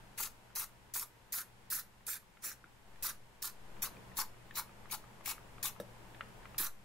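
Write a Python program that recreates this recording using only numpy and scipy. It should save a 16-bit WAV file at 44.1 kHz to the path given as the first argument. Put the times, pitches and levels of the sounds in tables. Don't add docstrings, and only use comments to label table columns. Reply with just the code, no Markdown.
import sys
import numpy as np
from scipy import signal
from scipy.fft import rfft, irfft, next_fast_len
from scipy.io import wavfile
from scipy.ndimage import uniform_filter1d

SR = 44100
rng = np.random.default_rng(int(sys.argv[2]) if len(sys.argv) > 2 else 0)


def materialize(psi):
    bounded = np.clip(np.atleast_2d(psi).T, -1, 1)
    quanta = np.round(bounded * 32767).astype(np.int16)
    wavfile.write(sys.argv[1], SR, quanta)


def voltage_ratio(level):
    return 10 ** (np.asarray(level, float) / 20)


N = 301644

# valve opens [t/s], stroke [s], peak [level/dB], opening re peak [dB], leak before opening [dB]
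SQUEEZES = [(0.179, 0.091, -37, -3.5, -15), (0.5547, 0.086, -36.5, 1, -44), (0.9395, .092, -36.5, -2, -42),
            (1.3243, 0.091, -37, 1, -43), (1.7037, 0.1, -36.5, 0, -36), (2.0683, 0.097, -38, -1.5, -24),
            (2.425, .1, -41, -11.5, -3), (3.0265, 0.079, -37, 1, -27), (3.4231, 0.069, -40, 1, -46),
            (3.8225, 0.044, -36, 0.5, -44), (4.1719, 0.049, -34, -2.5, -10),
            (4.5561, 0.048, -36, -2.5, -10), (4.9137, 0.035, -35.5, -1.5, -10),
            (5.2605, 0.06, -36.5, -1.5, -6.5), (5.6305, 0.061, -36, 3.5, -72), (6.5825, 0.087, -34, 5, -54)]


def evened(x):
    return x / np.sqrt(np.mean(x ** 2) + 1e-20)


def read(points, hz):
    f, value = np.transpose(points)
    return np.interp(np.log(hz + 1), np.log(f + 1), value)


def add(mix, s, sound):
    part = mix[:, round(s * SR):][:, :sound.shape[1]]
    part += sound[:, :part.shape[1]]


def sides(pan_db):
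    return voltage_ratio(np.array([[pan_db], [-pan_db]]) / 2)


def peak(hz, centre_hz, width_hz):
    return 1 / np.sqrt(1 + (2 * (hz - centre_hz) / width_hz) ** 2)


def bump(t, centre_s, width_s):
    return np.exp(-((t - centre_s) / width_s) ** 2)


def noise(size, shape, same, lead_s=0):
    fast = next_fast_len(size, real=True)
    hz = np.fft.rfftfreq(fast, 1 / SR)
    a, b = rfft(rng.standard_normal((2, fast)))
    like = np.clip(same(hz), -1, 1)
    delay_s = lead_s / (1 + (hz / 6500) ** 4)
    right = like * a * np.exp(-2j * np.pi * hz * delay_s) + np.sqrt(1 - like ** 2) * b
    return evened(irfft(shape(hz) * np.array([a, right]), fast)[:, :size])


def hand(s):
    # t/s, left-right [dB], hollow [f/Hz], hollow rush re peak [dB], splash on paper [dB], nozzle facing up [dB]
    hand_path = [(0.15, 2.5, 1070, -17, 3, -2.5), (0.95, 0, 1100, -22, 0.5, 0),
                 (1.3, -0.5, 1550, -15.5, -3, 0), (2.1, -1.5, 1520, -19, -0.5, 0),
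                 (2.45, -0.5, 1570, -17, 5.5, -1), (3.4, -0.5, 1100, -15.5, -1.5, -3.5),
                 (3.85, 2, 1200, -12.5, 4, -2.5), (4.2, 2.5, 1030, -7, -4, -2.5),
                 (4.55, 2, 1020, -8.5, 0.5, -0.5), (4.95, 3.5, 880, -13.5, 5, -4),
                 (5.3, 3, 1010, -17, 12, -2), (5.7, 3, 960, -19, 7.5, -1.5),
                 (6.6, -1.5, 1270, -14.5, 1.5, 2)]
    times, *columns = np.transpose(hand_path)
    return [np.interp(s, times, c) for c in columns]


def puff(opens, stroke, peak_db, opening_db, leak_db):
    # f/Hz, level/dB per Hz
    jet = [(1000, -20.5), (1700, -7), (2040, -8), (2420, -10), (3150, -18.5), (3700, -11.5), (5270, -2.5),
           (5910, -5), (7930, -11.5), (11900, -1), (14200, -5), (15700, 1.5), (16500, -37)]
    # f/Hz, left-right likeness [0-1]
    jet_same = [(500, 0.88), (1200, 0.93), (2400, 0.55), (5000, 0.42), (8000, 0.2), (15000, 0.2)]
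    pan_db, hollow_hz, rush_db, splash_db, facing_db = hand(opens)
    top_db = 6.0 + 0.5 * opening_db + facing_db
    lower_db = 10.5 + 0.45 * rush_db + 0.66 * opening_db
    t = opens - 0.04 + np.arange(8192) / SR
    since = np.maximum(t - opens, 0)

    build_s, sag_db, sag_bend, shut_db_per_s = 0.017, 4.5, 1.11, 890
    shut_db = shut_db_per_s * np.maximum(since - stroke, 0)
    build_db = opening_db * np.maximum(1 - since / build_s, 0) + 1 * bump(since, 0.038, 0.016)
    stroke_sag_db = sag_db * np.minimum(since / stroke, 1) ** (2 * sag_bend)
    level_db = peak_db + build_db - stroke_sag_db - shut_db

    gulp_db, sigh_share = -8.5, 0.38
    gulp_and_sigh = bump(since, 0.021, 0.0086) + sigh_share * bump(since, stroke, 0.023)
    swell_db = (gulp_db - rush_db) * gulp_and_sigh

    leak = voltage_ratio(leak_db + 1030 * np.minimum(t - opens, 0)) * (t < opens)
    valve = np.clip((t - opens + 0.0029) / 0.0024, 0, 1) + leak

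    paths_ms = np.append(0.2945, rng.uniform(0.448, 4.2, 5))
    shares = np.append(0.38, rng.uniform(-0.3, 0.3, 5))

    def jet_gain(hz):
        comb = abs(1 + np.exp(2j * np.pi * np.outer(hz, paths_ms) / 1000) @ shares)
        tilt_db = splash_db * peak(hz, 2640, 1430) ** 2 + lower_db * peak(hz, 3760, 3300) ** 2
        tilt_db += top_db * peak(hz, 12500, 4000) ** 2 - 0.5 * rush_db * peak(hz, 8250, 1670) ** 2
        return comb * voltage_ratio(read(jet, hz) + tilt_db)

    def hollow_gain(hz):
        return peak(hz, hollow_hz, 770) ** 2 / (1 + (820 / (hz + 1)) ** 8)

    def same(hz):
        return read(jet_same, hz)

    lead_s = 0.000017 * pan_db
    hiss = noise(len(t), jet_gain, same, lead_s)
    hollow = noise(len(t), hollow_gain, same, lead_s)
    sputter = voltage_ratio(1.7 * evened(uniform_filter1d(rng.standard_normal(len(t)), size=250)))
    fill = np.clip(since / 0.017, 0, 1) ** 2
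    dulling = np.clip(0.084 * (peak_db - level_db), 0, 0.5)
    hiss = hiss - dulling * np.diff(hiss, prepend=0)
    spray = sides(pan_db) * voltage_ratio(level_db) * hiss
    hollow_db = peak_db + rush_db + swell_db - 0.8 * shut_db
    rush = sides(0.58 + 0.16 * pan_db) * voltage_ratio(hollow_db) * fill * hollow
    return t[0], valve * sputter * (spray + rush)


def clumped(x, patchy_db=2.5):
    hz, t, z = signal.stft(x, SR, nperseg=256)
    patches = rng.standard_normal(z.shape[1:])
    patches = uniform_filter1d(patches, size=6, axis=0)
    patches = evened(uniform_filter1d(patches, size=5, axis=1))
    return signal.istft(z * voltage_ratio(patchy_db * patches - 1.37), SR, nperseg=256)[1][:, :N]


def ring(hz, db, t60):
    t = np.arange(6000) / SR
    return voltage_ratio(db - 60 * t / t60) * np.sin(2 * np.pi * hz * t) * (1 - np.exp(-t * hz / 0.6))


def pump():
    # t/s, peak [level/dB], ring [f/Hz], ring share [dB]
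    ticks = [(0.503, -54, 1420, 2), (0.898, -52, 1240, -13), (2.0068, -54, 1020, 2), (2.229, -60, 1190, 5),
             (2.371, -47, 1390, -4), (2.6412, -51, 1440, 10), (2.9582, -53, 1790, 0),
             (3.7673, -45, 1240, -45), (3.968, -57.5, 2370, 10), (4.118, -53.5, 1870, 6.5),
             (4.3428, -49, 1250, -7), (4.509, -40.5, 1780, 1.5), (4.6925, -51, 1280, 3),
             (4.856, -42.5, 1140, -4), (4.901, -45, 2230, -1), (5.0401, -49.5, 1250, 7),
             (5.209, -47.5, 1150, 4), (5.3802, -46, 1230, 5), (5.5815, -41, 1220, -4),
             (5.7625, -46.5, 1250, 0), (6.1456, -40, 1740, -14), (6.2079, -26.5, 1340, -4.5),
             (6.429, -44, 1180, -4), (6.4464, -48.5, 1380, -3), (6.4548, -38, 1290, -1),
             (6.545, -41, 1260, 0.5)]
    # t/s, peak [level/dB], ring [f/Hz]
    thuds = [
        (0.209, -55, 216),
        (0.952, -55.5, 360),
        (2.077, -53.5, 468),
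        (2.641, -52.5, 177),
        (3.049, -59, 188),
        (4.182, -56, 175),
        (4.93, -60, 213),
        (5.209, -54, 180),
        (5.639, -54, 167),
        (6.601, -41.5, 178),
    ]
    # t/s, peak [level/dB], left-right [dB]
    knocks = [
        (5.8, -32.5, 2),
    ]
    # f/Hz, level/dB, t60 [s]
    body = [(197, -5.5, 0.054), (343, -7.5, 0.041), (493, -3, 0.071), (557, -1, 0.06), (1330, -11, 0.036),
            (1670, -8.5, 0.022), (3770, -12, .015), (5600, -21, 0.048)]
    out, t = np.zeros((2, N)), np.arange(6000) / SR
    tick_t60_s, tick_pan_db = 0.022, 1.5
    for s, db, hz, ring_db in ticks:
        def scrape_gain(f):
            return peak(f, 1.46 * hz, 1800) ** 2 * f / (f + 1500) / (1 + (f / 3600) ** 4)

        scrape = noise(len(t), scrape_gain, lambda f: 0.71 + 0 * f)
        scrape *= voltage_ratio(-5.5 - 60 * t / tick_t60_s) * (1 - np.exp(-t / 0.0009))
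        tick = scrape + ring(hz, ring_db, 0.66 * tick_t60_s)
        add(out, s, sides(tick_pan_db) * voltage_ratio(db) * tick)
    for s, db, hz in thuds:
        thud = ring(hz, db - 5, 0.092) + ring(1.84 * hz, db + 0.5, 0.041)
        add(out, s, sides(1.2) * thud)
    for s, db, pan_db in knocks:
        crack = noise(len(t), lambda f: f / (f + 3000), lambda f: 0.77 + 0 * f)
        crack *= voltage_ratio(-15.5 - 60 * t / 0.069)
        add(out, s, sides(pan_db) * voltage_ratio(db) * (crack - sum(ring(*mode) for mode in body)))
    return out


def walls(x):
    # f/Hz, t60 [s]
    decay = [(500, 0.23), (2000, 0.23), (6000, 0.2), (14000, 0.18)]
    taps = np.zeros((2, SR // 2))
    at = np.arange(200, SR // 2 - 20, 20)
    jittered = at + rng.integers(0, 20, (2, len(at)))
    taps[[[0], [1]], jittered] = rng.choice([-1., 1.], (2, len(at)))
    hz, t, z = signal.stft(taps, SR, nperseg=256)
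    dying = z * voltage_ratio(-60 * t / read(decay, hz)[:, None])
    tail = signal.istft(dying, SR, nperseg=256)[1]
    tail = tail + 0.64 * tail[::-1]
    return signal.fftconvolve(x, tail / np.linalg.norm(tail[0]), axes=1)[:, :N]


def ducking_db():
    opens, _, peak_db = np.transpose(SQUEEZES)[:3, :, None]
    since = np.maximum(np.arange(0, N, 64) / SR - opens, 0)
    depth_db = np.maximum(peak_db + 38, 0) * 1.3
    dips = depth_db * (1 - np.exp(-since / 0.051)) * np.exp(-since / 0.52)
    return -dips.sum(0).repeat(64)[:N]


def room_noise():
    # t/s, room level/dB
    gain = [(0.0, -66.5), (0.5, -68), (1.29, -69), (1.66, -68), (2.27, -71.5), (2.82, -70.5), (3.05, -66),
            (3.22, -70), (3.47, -68), (3.9, -60.5), (4.11, -61.5), (4.32, -62), (4.88, -61), (5.64, -61),
            (6.29, -61.5), (6.61, -62.5), (6.71, -66)]
    # f/Hz, level/dB per Hz
    air_shape = [(13, -26), (22, 1), (32, -6.5), (48, -8), (86, -12), (123, -10.5), (145, -14.5),
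                 (200, -10.5), (275, -17), (354, -14.5), (760, -16.5), (901, -13), (1290, -22),
                 (1670, -24.5), (3500, -35), (4550, -75), (7700, -120)]
    # f/Hz, left-right likeness [0-1]
    air_same = [(30, 0.75), (60, 0.55), (130, 0.8), (300, 0.44), (800, .36), (1600, 0.06), (3500, 0.03),
                (15000, 0.1)]
    # f/Hz, left-right [dB]
    air_pan = [(30, 4.5), (240, 0.5), (950, 1.5), (3770, 5.5), (15000, 2)]
    # f/Hz, width [Hz], level re room noise [dB]
    fan_lines = [(48.8, 2.5, -16), (185.3, 2.3, -24), (204.8, 2.1, -20)]
    # f/Hz, level/dB per Hz
    hiss_shape = [(880, -17.5), (1500, -2), (2740, -6), (3930, -10), (13500, -19), (15700, -20),
                  (16500, -41)]
    gain_s, gain_db = np.transpose(gain)
    room_db = np.interp(np.arange(N) / SR, gain_s, gain_db) + ducking_db() + 0.83
    hiss_db = -70.5 + 0.61 * (room_db + 66)

    def same(hz):
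        return read(air_same, hz)

    def air_gain(hz):
        fan = sum(voltage_ratio(db + 14.0) * peak(hz, f, w) ** 2 for f, w, db in fan_lines)
        return voltage_ratio(np.outer([0.5, -0.5], read(air_pan, hz))) * (voltage_ratio(read(air_shape, hz)) + fan)

    air = noise(N, air_gain, same)
    mains_hz, mains_db = 118.7, -5.5
    waver = evened(uniform_filter1d(rng.standard_normal((2, N)), size=5000))
    mains_phase = 2 * np.pi * np.cumsum(mains_hz + 1.29 * waver[1]) / SR
    mains = voltage_ratio(mains_db + 0.98 * waver[0]) * np.sin(mains_phase)
    hiss = noise(N, lambda hz: voltage_ratio(read(hiss_shape, hz)), same)
    offset_db, highpass_hz = 30.5, 2.03
    offset = -voltage_ratio(uniform_filter1d(room_db, size=600) + offset_db)
    pole = np.exp(-2 * np.pi * highpass_hz / SR)
    creep = signal.lfilter([1, -1], [1, -pole], offset - offset[0])
    return voltage_ratio(room_db + 6.5) * (air + sides(1.5) * mains) + voltage_ratio(hiss_db + 4.5) * hiss + sides(2.5) * creep


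def scene():
    mist = np.zeros((2, N))
    for squeeze in SQUEEZES:
        add(mist, *puff(*squeeze))
    bottle = pump() + clumped(mist)
    return bottle + voltage_ratio(-11.5) * walls(bottle) + room_noise()


def narrowed_treble(x):
    mono_hz, sparse_hz, edge_hz = 6800, 13700, 15760
    hz, t, z = signal.stft(np.array([x[0] + x[1], x[0] - x[1]]) / 2, SR, nperseg=1024)
    mid, side = z
    f = hz[:, None]
    level_db = 10 * np.log10((abs(mid[hz > mono_hz]) ** 2).sum(0) + 1e-14)
    loud = level_db > np.median(level_db) + 14
    attack = np.diff(level_db, prepend=0) > 9
    before_attack = np.convolve(attack, np.ones(3), "full")[2:][:len(t)] > 0

    draws = rng.random((2, len(hz) // 10 + 1, len(t) // 4 + 1))
    fold, hole = draws.repeat(10, 1).repeat(4, 2)[:, :len(hz), :len(t)]
    fold_high = fold > np.where(loud, 0.25, 0.07 + 0.3 * (f > sparse_hz))
    fold_low = loud & (fold > 0.75) & (f > 2000)
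    folded = np.where(f > mono_hz, fold_high, fold_low) & ~before_attack

    def across(power):
        return uniform_filter1d(power, 20, 0) + 1e-20

    mid_power = across(abs(mid) ** 2)
    pan = loud * across((side * mid.conj()).real) / mid_power
    whole = np.sqrt((1 + across(abs(side) ** 2) / mid_power) / (1 + pan ** 2))
    mid, side = np.where(folded, [whole * mid, pan * whole * mid], [mid, side])
    chance = np.where(f > sparse_hz, np.where(loud, 0.04, 0.5), 0.04 * loud * (f > 2500))
    kept = np.where(hole < chance, 0.04, 1) * (f < edge_hz)
    return signal.istft(kept * np.array([mid + side, mid - side]), SR, nperseg=1024)[1][:, :N]


def low_pass(x):
    return signal.sosfilt(signal.butter(12, 16820, fs=SR, output="sos"), x)


def record(dry):
    mix = narrowed_treble(dry)
    return low_pass(mix)


dry = scene()
out = record(dry)
materialize(out)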